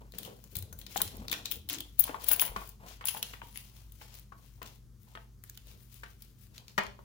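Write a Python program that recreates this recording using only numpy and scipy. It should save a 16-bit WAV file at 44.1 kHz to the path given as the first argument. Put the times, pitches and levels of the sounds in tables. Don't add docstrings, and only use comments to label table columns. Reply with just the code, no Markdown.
import sys
import numpy as np
from scipy import signal
from scipy.fft import rfft, irfft
from scipy.io import wavfile

SR = 44100
rng = np.random.default_rng(int(sys.argv[2]) if len(sys.argv) > 2 else 0)


def to_wav(sig):
    pcm = np.clip(np.atleast_2d(sig), -1, 1) * 32767
    pcm = np.round(pcm).astype(np.int16)
    wavfile.write(sys.argv[1], SR, pcm.T)


N = 310455
TIME = np.arange(N) / SR

# t/s, length/s, rasp/dB, fizz/dB, pan/dB (pan is left minus right)
STROKES = [(0.124, 0.06, -57, -64, 5), (.18, 0.093, -56.5, -57, 5), (0.296, 0.077, -73, -74, 2),
           (0.5, .015, -57, -51.5, 7), (0.53, 0.038, -58, -69, 11), (0.656, 0.022, -71, -75, 6),
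           (0.767, 0.024, -59.5, -53, 5), (0.884, 0.051, -52.5, -55, 8), (0.927, 0.15, -52, -54.5, 0),
           (1.05, 0.15, -60, -72, 2), (1.303, 0.078, -51.5, -58, 3), (1.439, 0.018, -46.5, -55, 3),
           (1.501, 0.013, -43.5, -37, -2), (1.684, 0.042, -37.5, -55, 4.5), (1.977, 0.1, -47, -48, 7),
           (2.189, 0.1, -51.5, -55, 7), (2.26, 0.079, -40.5, -36, 7), (2.381, 0.06, -43, -36, 5),
           (2.538, 0.15, -59, -57, 13), (2.854, 0.076, -53.5, -60, 11), (3.048, 0.044, -39.5, -34.5, 6),
           (3.128, 0.057, -54, -52, -2), (3.234, 0.1, -58, -61, 4), (3.406, 0.084, -61, -62, 5),
           (3.53, 0.076, -56.5, -54, 1), (3.63, 0.028, -56, -57, 6), (3.727, 0.072, -61.5, -63.5, 10),
           (3.92, .025, -63, -61, 6), (3.997, 0.029, -53, -58, 4), (4.065, 0.058, -61, -76, 9),
           (4.12, 0.048, -58, -59, 1), (4.405, 0.087, -69, -74, 30), (4.627, 0.058, -56, -62, 9),
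           (4.994, 0.031, -74, -63.5, 12), (5.066, .07, -71, -82, 9), (5.437, 0.3, -67, -70, 0.5),
           (5.654, 0.049, -59, -63, 6), (5.797, 0.035, -68, -60.5, 3), (5.897, 0.064, -63, -62, 15),
           (6.05, .05, -65, -64, 20), (6.19, 0.058, -66, -65, 13), (6.378, 0.059, -66.5, -60.5, 12),
           (6.53, 0.046, -57.5, -66, 5), (6.666, 0.018, -56, -68, 0)]
# f/Hz, relative density/dB
RASP = [(300, -16), (900, -8.5), (1800, -6), (2500, -3.5), (3200, -1.5), (4000, -2.5), (5200, -3),
        (6800, -4), (8500, -11.5), (11000, -10.5), (16000, -10)]
FIZZ = [(4000, -24), (7000, -4.5), (8500, -3.5), (9600, 2), (12000, 0.5), (13000, 3), (14300, 6),
        (16500, -1.5)]
# f/Hz, half width/Hz
PORT = [(10850, 325), (15270, 310)]


def amp(db):
    return 10 ** (np.asarray(db) / 20)


def unit(x):
    return x / np.sqrt(np.mean(x ** 2) + 1e-20)


def read(points, hz):
    f, value = np.transpose(points)
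    return np.interp(np.log(hz + 1), np.log(f + 1), value)


def add(mix, s, sound):
    part = mix[:, max(round(s * SR), 0):][:, :sound.shape[1]]
    part += sound[:, :part.shape[1]]


def sides(pan_db):
    gains = np.array([amp(pan_db / 2), amp(-pan_db / 2)]).reshape(2, -1)
    return gains / np.sqrt(np.mean(gains ** 2, 0))


def noise(shape_db, size, corr):
    a, b = rng.standard_normal((2, size))
    pair = np.array([a, corr * a + np.sqrt(1 - corr ** 2) * b])
    return unit(irfft(rfft(pair) * amp(shape_db(np.fft.rfftfreq(size, 1 / SR))), size))


def burst(shape_db, decay, rise, corr, size=4096):
    t = TIME[:size]
    envelope = np.exp(-t / max(decay, 1e-4)) * (1 - np.exp(-t / rise))
    x = noise(shape_db, size, corr) * envelope
    return x * np.sqrt(np.sum(envelope ** 2) / np.sum(x ** 2, 1, keepdims=True))


def hump(centre_hz, octaves):
    return lambda hz: -20 * np.log10(1 + (np.log2((hz + 1) / centre_hz) / octaves) ** 2)


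def grain(depth_db, per_s):
    steps = np.clip(rng.standard_normal(N), -2.5, 2.5)
    return unit(amp(depth_db * np.interp(TIME * per_s, np.arange(N), steps)))


def move(start, length, attack, release):
    t = TIME - start
    return np.clip(t / attack, 0, 1) * np.exp(-np.clip((t - length) / release, 0, 20))


def background():
    # f/Hz, relative density/dB
    air_spectrum = [(15, -24.5), (30, -40), (48, -4), (75, 2.5), (110, 0.5), (170, -3.5), (260, -10.5),
                    (420, -16.5), (700, -30), (1300, -26.5), (2500, -36.5), (6500, -29.5), (7600, -34),
                    (16000, -34.5)]
    # f/Hz, steady level/dB, wavering level/dB, band width/Hz
    hum_lines = [(51.8, -67, -58.5, 4.4), (95.2, -71, -70, 12), (120.7, -62.5, -73, 3.5),
                 (205, -85, -71, 13)]
    air = amp(-62) * noise(lambda hz: read(air_spectrum, hz), N, corr=0.59)
    for line_hz, steady_db, waver_db, width in hum_lines:
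        skirt = lambda hz: -30 * np.log10(1 + ((hz - line_hz) / width) ** 2)
        steady = np.sqrt(2) * np.sin(2 * np.pi * (line_hz * TIME + rng.random()))
        air = air + amp(steady_db) * steady + amp(waver_db) * noise(skirt, N, corr=0.97)
    return air * sides(pan_db=2.0)


def drag():
    # t/s, length/s, relative level/dB, share of the power on the limbs
    slides = [(0, 0.01, -51, 0.22), (0.137, 0.15, -53, 0.03), (0.246, 0.039, -54, 0.9),
              (0.343, 0.12, -61, .1), (0.518, 0.22, -57, 0.02), (0.71, 0.27, -60, 0.04),
              (0.976, 0.068, -45, 0), (1.113, 0.11, -50.5, 0.15), (1.185, 0.073, -49.5, 0.28),
              (1.298, 0.095, -51.5, 0.4), (1.441, 0.13, -54.5, 0), (1.67, 0.14, -55, 0.24),
              (2.04, 0.13, -48, 0.9), (2.2, 0.15, -49, 0.72), (2.335, 0.16, -48, 0.91),
              (2.534, 0.076, -48.5, .9), (2.793, 0.12, -52, 0.77), (3.104, 0.19, -55.5, 0.5),
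              (3.415, 0.025, -57.5, 0), (3.568, 0.32, -72.5, 1), (3.984, 0.19, -65.5, .55),
              (4.316, 0.099, -66.5, 0.6), (4.565, 0.024, -67, 0.6), (4.62, 0.066, -57, 0.5),
              (5.06, .07, -66.5, .98), (5.646, .15, -63, 0.07), (6.497, 0.22, -66, 0.47)]
    # f/Hz, relative density/dB
    torso_spectrum = [(90, -15), (190, 6.5), (300, -6.5), (450, -1.5), (700, -11.5), (1500, -28),
                      (6000, -47)]
    limb_spectrum = [(150, -35), (400, -7), (600, -2), (1000, 1), (1300, -8), (1800, -10), (2600, -15),
                     (6000, -24)]
    torso_power = limb_power = 0
    for start, length, db, share in slides:
        power = (amp(db) * move(start, length, attack=0.021, release=0.052)) ** 2
        torso_power += (1 - share) * power
        limb_power += share * power
    torso = np.sqrt(torso_power) * noise(lambda hz: read(torso_spectrum, hz), N, corr=0.84)
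    limb = np.sqrt(limb_power) * noise(lambda hz: read(limb_spectrum, hz), N, corr=0.91)
    return amp(-3.0) * (torso + limb) * grain(depth_db=3.5, per_s=110) * sides(pan_db=2.5)


def stirring():
    # t/s, length/s
    rests = [(.01, 0.072), (1.589, 0.091), (2.73, .04), (4.23, .13), (4.76, 0.22), (5.239, 0.18),
             (6.31, .05)]
    still = sum(move(start, length, attack=0.02, release=0.02) for start, length in rests)
    return grain(depth_db=3, per_s=8.2) * amp(-8.5 * still)


def strokes():
    stir_power = stirring() ** 2
    rasp_power, fizz_power = stir_power * amp(-71) ** 2, stir_power * amp(-69) ** 2
    weighted_pan = rasp_power * 17.0
    for start, length, rasp_db, fizz_db, pan_db in STROKES:
        power = move(start, length, attack=0.026, release=0.029) ** 2
        rasp_power += power * amp(rasp_db) ** 2
        fizz_power += power * amp(fizz_db) ** 2
        weighted_pan += power * amp(rasp_db) ** 2 * pan_db
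    return np.sqrt(rasp_power), np.sqrt(fizz_power), weighted_pan / rasp_power


def port(hz, centre_hz, half_width_hz):
    return 1 / (1 + ((hz - centre_hz) / half_width_hz) ** 2)


def contact():
    # t/s, length/s, drive of the lower resonance/dB, drive of the upper/dB
    presses = [(1.496, 0.28, 10.5, 20.5), (1.98, 0.026, 21.5, 33), (2.02, 0.13, 19, 20.5),
               (2.236, 0.26, 22.5, 27.5), (3.047, 0.17, 22.5, 20.5), (3.506, 0.09, 21, 2),
               (4.6, .05, -9, 23)]
    drive = amp([[-3], [11]])
    for start, length, *drive_db in presses:
        pressure = move(start, length, attack=0.026, release=0.01)
        drive = np.maximum(drive, amp(drive_db)[:, None] * pressure)
    return 20 * np.log10(drive)


def rub(drive_db):
    rasp_gain, fizz_gain, pan_db = strokes()
    rasp = rasp_gain * noise(lambda hz: read(RASP, hz), N, corr=0.057) * sides(pan_db)
    hiss, power = noise(lambda hz: read(FIZZ, hz), N, corr=0.153), 1
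    for db, mode in zip(drive_db, PORT):
        share = amp(db - 17.0)
        hiss += share * noise(lambda hz: 20 * np.log10(port(hz, *mode)), N, corr=0.34)
        power += share ** 2
    fizz = fizz_gain * hiss / np.sqrt(power) * sides(pan_db + 27.0)
    threads = grain(depth_db=1.5, per_s=410) * grain(depth_db=2.5, per_s=150)
    return (rasp + fizz) * threads


def crinkles(per_s, size, decay):
    flicks = (rng.random(N) < per_s / SR) * np.minimum(rng.exponential(1, N), 2)
    return unit(1 + size * signal.lfilter([1], [1, -np.exp(-1 / (decay * SR))], flicks))


def faint_snags(per_s=10, decay=0.0018, pitch_hz=3620):
    rows = []
    for start, length, rasp_db, fizz_db, pan_db in STROKES:
        chance, place, spread = rng.random(3)
        if chance < per_s * length:
            scatter_db = 6 * (spread - 0.5)
            levels = rasp_db + 12 + scatter_db, fizz_db + 24.5 + scatter_db
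            rows.append((start + place * length, *levels, decay, pitch_hz, pan_db))
    return rows


def resonant_fizz(drive_db):
    boost = lambda hz: sum((amp(db) * port(hz, *mode)) ** 2 for db, mode in zip(drive_db, PORT))
    return lambda hz: read(FIZZ, hz) + 10 * np.log10(1 + boost(hz))


def snags(drive_db):
    # t/s, rasp/dB, fizz/dB, decay/s, f/Hz, pan before shading/dB
    sharp_snags = [(0.1217, -31.5, -31, 0.00072, 4100, 23), (0.184, -34.5, -24, 0.004, 3480, 12),
                   (.2315, -30.5, -27, 0.0015, 3500, 17), (.249, -35.5, -36.5, 0.0045, 3320, 12),
                   (.44, -42, -36.5, 0.0018, 6650, 5), (0.5535, -33.5, -26, 0.0045, 3670, 18),
                   (0.5676, -27.5, -12.5, 0.0011, 3700, 11), (0.587, -44, -24, .0024, 3700, 16),
                   (0.6242, -35, -27, 0.0018, 4200, 22), (0.7265, -44, -37.5, 0.0059, 6300, 8),
                   (0.814, -37, -43, 0.0028, 3840, 16), (0.865, -30, -37, .0023, 3800, 25),
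                   (0.9648, -23, -20, 0.00099, 3510, 7), (0.9695, -24, -30, 0.0038, 6950, 8),
                   (0.9757, -21, -15.5, .0017, 3530, 8), (1.0018, -46, -22, .001, 3500, 10),
                   (1.017, -19, -6.5, 0.0019, 3700, 0), (1.169, -49, -29.5, 0.00054, 3400, -14.5),
                   (1.282, -19.5, -34, 0.0012, 4200, 7), (1.297, -29, -44, .002, 3740, 6),
                   (1.3142, -26, -23.5, 0.0067, 3540, 13), (1.3222, -32, -22, 0.0016, 2190, 21),
                   (1.3275, -17, -23, 0.0018, 2260, -2), (1.338, -21.5, -42, 0.0019, 3220, 13),
                   (1.456, -20.5, -26, 0.0026, 4180, 12), (1.513, -26, -19, 0.0044, 3220, 24),
                   (1.5213, -17, -9.5, 0.00065, 3650, 39), (1.689, -32.5, -24, 0.0028, 3640, -4),
                   (1.6988, -7.5, -5, 0.00038, 3200, 6), (1.7147, -22, -39, 0.00038, 3600, 19),
                   (1.7297, -39, -19.5, .0021, 4600, 33), (1.745, -22.5, -41, 0.0015, 7250, 40),
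                   (1.7638, -39, -40, .0023, 3570, 7), (1.7845, -28.5, -30, 0.002, 3580, 15),
                   (1.8048, -28, -26, 0.0026, 3380, 0), (1.9911, -35.5, -12, 0.0058, 4220, 24),
                   (1.9957, -33.5, -2, .0028, 3610, 16), (2.005, -53, -7.5, 0.0044, 3520, 21),
                   (2.039, -28.5, -16, 0.0029, 3650, 5), (2.242, -35, -23, 0.0027, 2910, 25),
                   (2.286, -27, -10, .0052, 3600, 20), (2.3151, -22.5, -8, 0.0032, 3070, 20),
                   (2.3187, -31.5, -13, 0.0059, 2730, 10.5), (2.332, -35, -6, 0.0024, 5020, 21),
                   (2.338, -30, -17, .0041, 2690, 12), (2.3617, -38.5, -22, 0.004, 4130, 6),
                   (2.3955, -16, -13.5, 0.003, 3100, 10.5), (2.407, -27.5, -13.5, 0.0012, 3230, 0),
                   (2.4143, -24, -9.5, 0.0046, 3060, 12), (2.4242, -36, -18, 0.0027, 3100, 10),
                   (2.4496, -35, -26, 0.014, 3080, 24), (2.4786, -30, -32, 0.0016, 2280, 16),
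                   (2.6912, -51, -30, .002, 6420, 2), (3.071, -35.5, -27, 0.0035, 6200, -10),
                   (3.084, -22.5, -17.5, 0.0056, 2940, 10), (3.1718, -38.5, -32.5, 0.0061, 2980, 2),
                   (3.2274, -19.5, -18.5, .0021, 2970, -1), (3.558, -25, -35, 0.0011, 2200, 22),
                   (3.5734, -30, -23, 0.0016, 2880, 4), (4.01, -50, -52, .0033, 2190, 17),
                   (4.195, -55, -37, .0022, 4000, 1), (4.628, -34.5, -34, 0.0027, 2760, 10),
                   (5.438, -41.5, -29.5, 0.0013, 1710, 4), (5.4973, -33, -26.5, 0.00087, 7000, -7),
                   (5.574, -38, -35, 0.0019, 3530, -4), (6.221, -48, -36.5, 0.0033, 4830, -2),
                   (6.58, -26, -43, 0.00079, 4230, 1.5), (6.6815, -29, -50, 0.00092, 4230, 9),
                   (6.835, -24, -36, 0.0008, 2110, 12), (6.8661, -27.5, -44.5, 0.0012, 2100, 21)]
    out, lead = np.zeros((2, N)), 512
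    swell = amp(-29.5) * np.exp((TIME[:lead] - TIME[lead]) / 0.0028)
    for s, rasp_db, fizz_db, decay, pitch_hz, pan_db in sharp_snags + faint_snags():
        peak = hump(pitch_hz, octaves=0.19)
        crackle = lambda hz: 10 * np.log10(amp(peak(hz)) ** 2 + amp(read(RASP, hz) - 9.0) ** 2)
        spit = resonant_fizz(drive_db[:, round(s * SR)])
        for db, shape, shade_db in (rasp_db, crackle, 0.74 * pan_db), (fizz_db, spit, pan_db + 8.0):
            gain = amp([[db], [db - shade_db]])
            add(out, s - lead / SR, gain * swell * noise(shape, lead, corr=0))
            add(out, s, gain * burst(shape, decay, rise=0.00068, corr=0.19))
    return out


def shell(push_db):
    # f/Hz, relative level/dB, T60/s
    modes = [(490, -1.5, 0.12), (683, -4.5, 0.13), (1079, -5.5, 0.1), (1428, -8, .07), (1780, -4, .06),
             (2446, -2, .05), (2840, -11, .04)]
    t = TIME[:4096]
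    detune = 1 + 0.066 * rng.uniform(-1, 1)
    return sum(amp(db - 13.5 + push_db(hz) - 60 * t / t60) * np.sin(2 * np.pi * hz * detune * t)
               for hz, db, t60 in modes)


def taps():
    # t/s, relative level/dB, f/Hz, width/octaves, decay/s, relative click level/dB, pan/dB
    impacts = [(.138, -45, 484, 0.36, 0.0039, -7.5, 8), (.277, -43, 485, 0.33, 0.0064, -17, 1),
               (.727, -40.5, 1460, .22, 0.0016, -33, 8), (.96, -25, 798, 0.18, 0.0053, -11, 7.5),
               (1.004, -34, 1056, .61, 0.01, -2.5, 14), (1.327, -28.5, 2270, .99, 0.003, -13, 6),
               (2.077, -39, 1086, 1, 0.015, -23, 7), (2.094, -31, 643, .6, 0.0047, -11.5, 7),
               (2.144, -28.5, 973, 0.29, 0.0068, -14, 6), (2.312, -33.5, 940, 0.69, .005, 1.5, 3.5),
               (2.422, -31, 940, 0.79, .0054, -2, 2), (2.562, -27, 1100, 0.82, 0.0051, -12.5, 5),
               (2.616, -43.5, 1130, 0.68, 0.0069, -26, 1), (3.01, -41.5, 1104, 0.84, 0.0095, -5.5, 1),
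               (3.041, -42.5, 870, 0.24, 0.0075, -0.5, 9), (3.147, -35, 910, 0.32, 0.0064, -15, 9),
               (3.168, -39, 880, .97, 0.0034, -2.5, 11), (3.336, -36.5, 1920, 0.54, 0.0029, -5, 6.5),
               (3.417, -40, 947, 0.4, 0.0069, -3, 6), (4.014, -47, 870, 0.62, 0.0075, -3, 5),
               (4.321, -44.5, 1107, 0.43, 0.012, -20, 6), (4.617, -35.5, 1050, 0.87, 0.0047, -28, 6.5),
               (5.152, -37, 1273, 0.64, .005, -9, 3.5), (5.174, -44.5, 875, 0.55, 0.0068, -0.5, 9),
               (5.438, -53, 1760, 0.29, 0.0049, -19, 9), (5.495, -56, 1700, .25, .005, -19, 7),
               (6.034, -36, 1570, 0.75, 0.0057, -13, 4), (6.061, -46, 1440, 0.98, 0.0021, -12, 6),
               (6.991, -39, 965, 0.28, 0.0013, -30, 2)]
    # f/Hz, relative density/dB
    click_spectrum = [(500, -37), (1500, 3), (2400, -4.5), (3400, -5.5), (4300, -26.5), (8000, -58),
                      (16000, -40)]
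    out, t = np.zeros((2, N)), TIME[:4096]
    for s, db, hz, octaves, decay, click_db, pan_db in impacts:
        resonance = hump(hz, octaves)
        click = burst(lambda f: read(click_spectrum, f), decay=0.0021, rise=0.0002, corr=0.31)
        puff = amp(-4.5) * burst(resonance, decay, rise=0.0012, corr=0.053)
        ring = amp(-3.5) * np.exp(-t / decay) * np.sin(2 * np.pi * hz * t)
        thud = amp(-17.5) * burst(hump(478, octaves=0.52), decay=0.0072, rise=0.0013, corr=0.67)
        tap = amp(click_db + 4.5) * click + puff + ring + thud + shell(resonance)
        add(out, s, amp(db + 2) * sides(pan_db) * tap)
    return out


def bumps():
    # t/s, level/dB, f/Hz,
    # decay/s
    thumps = [(0.564, -33.5, 97.5, 0.029), (.625, -44.5, 81, 0.085), (0.202, -65, 208, 0.046),
              (0.96, -52, 160, 0.032), (1.02, -47, 87, 0.16), (1.099, -48.5, 51.4, 0.23),
              (1.19, -46.5, 232, 0.05), (1.3, -54, 297, 0.18), (1.56, -51, 72.4, 0.17),
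              (1.702, -47.5, 310, 0.074), (1.781, -47.5, 290, 0.032), (2.094, -35.5, 277, 0.011),
              (2.492, -44, 50, 0.18), (2.563, -40, 189, 0.014), (0.722, -52, 50.7, .08),
              (6.779, -41, 178, 0.022), (6.86, -59, 70.5, 0.055)]
    out = np.zeros((2, N))
    for s, db, hz, decay in thumps:
        add(out, s, amp(db) * burst(hump(hz, octaves=0.16), decay, rise=0.0062, corr=0.98, size=32768))
    return out * sides(pan_db=3)


def knock():
    # t/s, level/dB, pan/dB
    blows = [(6.7785, -18.5, 10.5), (6.7838, -19.5, -0.5)]
    # f/Hz, relative density/dB
    blow_spectrum = [(60, -25), (180, -25), (320, -27), (600, -14), (1000, -14), (1750, -6), (2400, -18.5),
                     (3500, -21.5), (6000, -28), (10000, -41), (16000, -35)]
    # f/Hz, relative level/dB, T60/s
    modes = [(197.5, 7, 0.098), (408, 3.5, 0.11), (690, 0, 0.14), (1029, -10, 0.27), (1310, -1.5, 0.22),
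             (1420, -20, .19), (1476, -2, 0.16), (1600, -19, 0.14), (1730, -13, 0.14), (1860, 5, 0.15),
             (1900, -7, 0.088), (2140, -6, 0.14), (2440, 4, 0.13), (2960, 1, 0.1)]
    out, t = np.zeros((2, N)), TIME[:16384]
    for s, db, pan_db in blows:
        blow = burst(lambda hz: read(blow_spectrum, hz), decay=0.0056, rise=0.00075, corr=0.091)
        add(out, s, amp(db) * sides(pan_db) * blow)
    s, db, pan_db = blows[0]
    onset = 1 - np.exp(-t / 0.0031)
    for hz, mode_db, t60 in modes:
        phase = rng.random() + hz / 6000 * rng.uniform(-0.84, 1, (2, 1))
        ring = amp(db - 16.0 + mode_db - 60 * t / t60) * np.sin(2 * np.pi * (hz * t + phase))
        add(out, s, ring * onset * sides(pan_db))
    return out


def room(x, tails=3):
    # f/Hz, T60/s
    decay_times = [(150, 0.494), (500, 0.38), (1500, 0.26), (4000, 0.36), (10000, 0.31), (16000, 0.18)]
    # f/Hz, level/dB
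    walls = [(200, -0.5), (700, 1), (1500, 0.5), (3000, 0.5), (7000, -3.5), (11000, -4.5), (16000, -6.5)]
    size, out = 24000, 0
    for k in range(tails):
        signs = rng.choice([-1., 1.], (2, size))
        echoes = signs * (rng.random((2, size)) < 0.12) * (TIME[:size] > 0.004)
        hz, t, bands = signal.stft(echoes, SR, nperseg=256)
        bands = bands * amp(-60 * t / read(decay_times, hz)[:, None])
        norm = np.linalg.norm(signal.istft(bands, SR, nperseg=256)[1][0])
        tail = signal.istft(bands * amp(read(walls, hz))[:, None], SR, nperseg=256)[1] / norm
        crossfade = np.sqrt(2 / tails) * np.cos(np.pi * (TIME * 23 + k / tails))
        out = out + signal.oaconvolve((x * crossfade)[None], tail, axes=1)[:, :N]
    return out


def scene():
    drive_db = contact()
    plastic, desk, scuff = taps(), knock(), drag()
    low = bumps() + background()
    cloth = rub(drive_db) * crinkles(per_s=60, size=2.5, decay=0.00041) + snags(drive_db)
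    radiated = amp(-4.0 - 0.36 * np.maximum(drive_db[1], 0))
    airborne = radiated * cloth[0] + amp(-2.5) * plastic[1] + amp(-3.0) * desk[1]
    left, right = cloth + plastic + desk + scuff
    direct = np.array([left, np.roll(right, 12)])
    return direct + low + room(airborne) * sides(pan_db=1.5)


def record(dry):
    lowpass = signal.firwin(255, cutoff=16150, window=("kaiser", 8), fs=SR)
    return signal.oaconvolve(dry, lowpass[None], "same")


dry = scene()
out = record(dry)
to_wav(out)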